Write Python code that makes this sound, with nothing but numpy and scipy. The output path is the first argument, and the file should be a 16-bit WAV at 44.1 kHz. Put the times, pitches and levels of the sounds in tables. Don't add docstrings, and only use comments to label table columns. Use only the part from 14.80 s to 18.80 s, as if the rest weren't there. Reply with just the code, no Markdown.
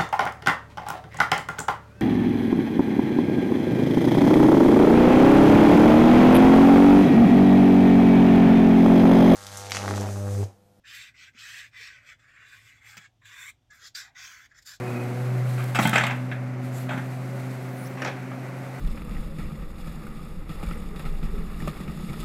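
import sys
import numpy as np
from scipy import signal
from scipy.fft import rfft, irfft
from scipy.io import wavfile

SR = 44100
rng = np.random.default_rng(int(sys.argv[2]) if len(sys.argv) > 2 else 0)


def inscribe(sig):
    pcm = np.round(np.clip(np.atleast_2d(sig).T, -1, 1) * 32767)
    wavfile.write(sys.argv[1], SR, pcm.astype(np.int16))


N = 176400
T = np.arange(N) / SR
HIT_T = T[:N // 10]
CONTACT_RISE_S = 0.0011


def from_db(db):
    return 10 ** (np.asarray(db) / 20)


def rms_one(x):
    return x / np.sqrt(np.mean(x ** 2) + 1e-20)


def in_time(curve):
    return np.interp(T, *np.transpose(curve))


def drift(rate_hz):
    step, settle = 40, 2000
    pole = np.exp(-2 * np.pi * rate_hz * step / SR)
    noise = rng.standard_normal(N // step + settle + 2)
    slow = signal.lfilter([1], [1, -2 * pole, pole * pole], noise)[settle:]
    return np.interp(np.arange(N) / step, np.arange(len(slow)), rms_one(slow))


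def colour(x, spectrum, size=4096):
    hz, db = np.transpose(spectrum)
    log_hz = np.log(np.linspace(1, SR / 2, size + 1))
    gain = rms_one(from_db(np.interp(log_hz, np.log(hz), db)))
    cepstrum = irfft(np.log(gain))
    cepstrum[1:size] *= 2
    cepstrum[size + 1:] = 0
    impulse = irfft(np.exp(rfft(cepstrum)))
    return signal.fftconvolve(x, impulse)[:len(x)]


def add(track, s, sound):
    start = max(int(s * SR), 0)
    part = track[start:start + len(sound)]
    part += sound[:len(part)]


def tone(phase, db, shake=0.25):
    flutter = 1 + shake * drift(6.1)
    return np.sqrt(2) * from_db(db) * flutter * np.sin(phase + 2 * np.pi * rng.random())


def diesel():
    # (time [s], rate [Hz])
    firing = [(0,123.9),(.2,121),(.45,124.9),(1,125.5),(1.7,126),(2.2,127.9),(3,127.9),(3.3,130.9),(3.5,128),(3.8,130.5)]
    # (time [s], level [dB])
    note = [(0,-33.5),(.3,-30.5),(.56,-24),(.75,-24.5),(.92,-28),(1.5,-30.5),(2.6,-32),(3.15,-37),(4,-37)]
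    octave = [(0,-43),(.17,-36),(.4,-48),(1.1,-44.5),(1.3,-38.5),(2.05,-36.5),(2.3,-41.5),(4,-45)]
    # (time [s], level [dB])
    load = [(0,-38),(.2,-37),(.45,-41.5),(.75,-50.5),(1.8,-55),(2.8,-48.5),(4,-53.5)]
    # (multiple of the firing rate, gain [dB])
    load_orders = [(3,-1.5),(4,-5.5),(6,-11.5)]
    # (time [s], level [dB])
    clatter_spectrum = [(30,-30),(70,-26),(110,0.5),(170,4),(290,1),(430,-6),(650,-2),(1000,-9),(1450,-8),(1750,-12),(2050,-9),(2600,-17),(3300,-29),(6000,-30.5),(15000,-53)]
    clatter_level = [(0,-35),(.4,-37.5),(1.7,-40.5),(4,-39.5)]
    phase = 2 * np.pi * np.cumsum(in_time(firing)) / SR + 0.05 * drift(8.5)
    exhaust = tone(phase, in_time(note), shake=0.02) + tone(2 * phase, in_time(octave))
    exhaust += sum(tone(k * phase, in_time(load) + db) for k, db in load_orders)
    pulsing = (1 + 0.12 * np.cos(phase)) * from_db(0.36 * drift(54))
    clatter = colour(rng.standard_normal(N) * pulsing, clatter_spectrum)
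    return exhaust + from_db(in_time(clatter_level)) * clatter


def pump():
    # (time [s], frequency [Hz])
    pitch = [(0,188),(.6,185.5),(1.5,190),(2,184),(4,182.5)]
    # (multiple of the fundamental, level [dB])
    orders = [(1,-53),(2,-54.5),(3,-51.5),(4,-55.5)]
    phase = 2 * np.pi * np.cumsum(in_time(pitch) + 0.73 * drift(3.44)) / SR
    return sum(tone(k * phase, db, shake=0.39) for k, db in orders)


def valves(bend_power=5, clear_tone=0.3):
    # (frequency [Hz], relative density [dB])
    hiss_level = [(0,-51),(.64,-53),(.7,-47.5),(.9,-48.5),(1.35,-56),(1.79,-65),(1.85,-52),(1.91,-56),(1.98,-46.5),(2.07,-54.5),(2.7,-52.5),(3.07,-54),(3.16,-55.5),(3.5,-58.5),(4,-54)]
    hiss_spectrum = [(1500,7.5),(3200,5),(4200,6),(5300,0),(8000,3.5),(9800,-0.5),(11500,3.5),(13500,-2),(15800,-8.5)]
    # (start [s], length [s], first pitch [Hz], last pitch [Hz], width [Hz], gain [dB])
    whistles = [(0.02,0.22,2500,2520,18,-51),(1.918,0.075,7200,7700,1400,-56.5),(1.92,0.12,11500,11900,1600,-60.5),
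                (2.95,0.128,9700,12500,1200,-58),(2.86,0.26,14400,15500,2200,-64.5),(3.045,0.036,5400,6700,700,-60)]
    oil = from_db(in_time(hiss_level) + drift(23)) * colour(rng.standard_normal(N), hiss_spectrum)
    for s, length, start_hz, end_hz, width_hz, db in whistles:
        progress = np.clip((T - s) / length, 0, 1)
        bend = progress ** bend_power
        hz = start_hz + (end_hz - start_hz) * bend
        lowpass = signal.butter(2, width_hz / 2, fs=SR, output="sos")
        turbulence = rms_one(signal.sosfilt(lowpass, rng.standard_normal(N)))
        swell = 2 * np.sqrt(2 * progress * (1 - bend)) * from_db(db)
        oil += swell * (clear_tone + turbulence) * np.sin(2 * np.pi * np.cumsum(hz) / SR)
    return oil


def crunch(decay_s, grains_per_s=2800, grind=0.17, splinter_s=0.00058):
    n = len(HIT_T)
    fractures = rng.random(n) < grains_per_s / SR
    grain_db = np.minimum(rng.exponential(1, n), 2)
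    grains = rms_one(fractures * from_db(grain_db) * rng.choice([-1, 1], n))
    fade = np.exp(-HIT_T / decay_s)
    rise = 1 - np.exp(-HIT_T / CONTACT_RISE_S)
    force = (grains + grind * rng.standard_normal(n)) * fade * rise
    splinter = rng.standard_normal(n) * np.exp(-HIT_T / splinter_s)
    force += signal.fftconvolve(force, splinter / np.linalg.norm(splinter))[:n]
    return rms_one(force) * np.sqrt(np.mean(fade ** 2))


def ring(modes, t60_s, scatter_db=4.5, detune=0.013):
    hz, db = np.transpose(modes)[:, :, None]
    strength, tuning, phase = rng.standard_normal((3, len(modes), 1))
    gain = from_db(db + scatter_db * strength)
    waves = np.sin(2 * np.pi * (hz * (1 + detune * tuning) * HIT_T + phase))
    fade = np.exp(-np.log(1000) * HIT_T / t60_s) * (1 - np.exp(-HIT_T / CONTACT_RISE_S))
    return fade * (gain * waves).sum(axis=0) / np.sqrt(np.sum(gain ** 2) / 2)


def favour(x, hz):
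    peaked = x + signal.lfilter(*signal.iirpeak(hz, Q=3.5, fs=SR), x)
    return peaked * np.linalg.norm(x) / np.linalg.norm(peaked)


def logs():
    # (time [s], knock gain [dB], thud gain [dB], bark gain [dB],
    # crunch decay [s], favoured pitch [Hz])
    knocks = [(0.778,-39,-53,-64,0.06,1211),(0.947,-27,-34,-28,0.0098,1400),(.954,-16,-30,-30.5,0.019,1400),
              (.987,-15,-8.5,-29,0.019,1080),(1.022,-33,-11,-33,0.05,1700),(1.052,-10,-11.5,-36,0.0058,980),(1.073,-31,-22,-35,0.027,1700),
              (1.129,-24.5,-16,-35,0.076,900),(1.1555,-16.5,-34,-27,0.012,2640),(1.158,-9,-46,-25,0.0017,2080),(1.179,-15.5,-18,-27.5,0.0076,1650),(1.208,-21.5,-34,-37,0.011,1600),
              (1.235,-17.5,-36,-31,0.01,870),(1.266,-25.5,-39,-30.5,0.0099,2640),(1.296,-24.5,-45,-53,0.017,836),(1.308,-28.5,-36,-37,0.009,2700),
              (1.514,-31,-33,-59,0.017,1431),(2.09,-26.5,-44,-50,0.013,2888),(2.107,-32.5,-31,-53,0.049,1280),(2.133,-34.5,-23,-52,0.0099,2100),(2.174,-30.5,-23,-49,0.019,1350)]
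    # (frequency [Hz], relative level [dB])
    log_modes = [(625,-8.5),(705,-3.5),(875,-7),(1204,-17),(1335,-13),(1515,0),(2040,-4),(2140,-2.5),(2295,-22),(2435,-8),(2646,-5.5),(3200,-9.5)]
    thud_modes = [(155,-6),(177,-1.5),(220,-4),(282,-13.5)]
    # (frequency [Hz], relative density [dB])
    wood_spectrum = [(50,-28),(150,2),(430,-7),(750,2.5),(1100,-1),(1500,3),(2500,0.5),(3600,-10.5),(5000,-30),(12000,-60)]
    bark_spectrum = [(1000,1),(3500,8.5),(5000,0),(7500,4.5),(9800,-8.5),(12500,-7.5),(15800,-19)]
    thuds, wood, bark = np.zeros((3, N))
    for s, knock_db, thud_db, bark_db, decay_s, hz in knocks:
        blow = colour(crunch(decay_s), wood_spectrum) + from_db(-7) * ring(log_modes, t60_s=0.1)
        add(wood, s, from_db(knock_db) * favour(blow, hz))
        add(thuds, s, from_db(thud_db - 4) * ring(thud_modes, t60_s=0.086))
        add(bark, s, from_db(bark_db) * crunch(decay_s))
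    thuds = signal.sosfilt(signal.butter(2, 150, "high", fs=SR, output="sos"), thuds)
    return wood + thuds + colour(bark, bark_spectrum)


def bark_snaps():
    # (start [s], level [dB], time to peak [s])
    snaps = [(0.84,-42,0.0018),(0.996,-38.5,0.026),(1.073,-28,0.0013),(1.094,-22,0.00067)]
    # (frequency [Hz], relative density [dB])
    snap_spectrum = [(1000,-11),(8000,1),(12000,0.5),(15800,-3.5)]
    bursts = np.zeros(N)
    for s, db, peak_s in snaps:
        swell = HIT_T / peak_s * np.exp(1 - HIT_T / peak_s)
        add(bursts, s, from_db(db) * rng.standard_normal(len(HIT_T)) * swell)
    return colour(bursts, snap_spectrum)


def grapple():
    # (time [s], rub gain [dB], steel gain [dB], steel crunch decay [s], favoured pitch [Hz])
    scrapes = [(3.17,-39,-62,0.13,1210),(3.218,-25.5,-41,0.008,1300),(3.246,-28,-40.5,0.012,2100),(3.258,-24,-57,0.019,950),(3.272,-29,-44,0.02,1600),(3.515,-35.5,-66,0.0056,1290)]
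    # (frequency [Hz], relative density [dB])
    rub_spectrum = [(60,-20),(300,-8),(520,1.5),(1000,0),(2400,-4.5),(5000,-25),(12000,-57)]
    steel_spectrum = [(2000,-3),(4500,-1),(5700,4),(8200,-3),(9600,-13),(11500,-8),(15800,-35)]
    # (frequency [Hz], relative level [dB])
    tine_modes = [(5550, -0.11), (6250, -0.89)]
    rub, steel = np.zeros((2, N))
    for s, rub_db, steel_db, decay_s, hz in scrapes:
        drag = colour(crunch(1.35 * decay_s), rub_spectrum)
        add(rub, s, from_db(rub_db) * favour(drag, hz))
        edge = crunch(decay_s) + 0.44 * ring(tine_modes, t60_s=0.058)
        add(steel, s, from_db(steel_db) * edge)
    return rub + colour(steel, steel_spectrum)


def yard(x, t60_s=0.52, tail_db=-10.5):
    # (delay [s], gain [dB])
    echoes = [(0.018,-12),(.041,-12)]
    dull = signal.sosfilt(signal.butter(1, 4000, fs=SR, output="sos"), x)
    tail = rng.standard_normal(len(HIT_T)) * np.exp(-np.log(1000) * HIT_T / t60_s)
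    reflected = from_db(tail_db) * signal.fftconvolve(dull, tail / np.linalg.norm(tail))[:N]
    for delay_s, db in echoes:
        add(reflected, delay_s, from_db(db) * dull)
    return reflected


def scene():
    blows = logs() + bark_snaps() + grapple()
    return (blows + yard(blows) + diesel() + pump() + valves())[None]


def record(dry, cutoff_hz=15800):
    return signal.sosfilt(signal.ellip(12, .1, 90, cutoff_hz, fs=SR, output="sos"), dry)


dry = scene()
out = record(dry)
inscribe(out)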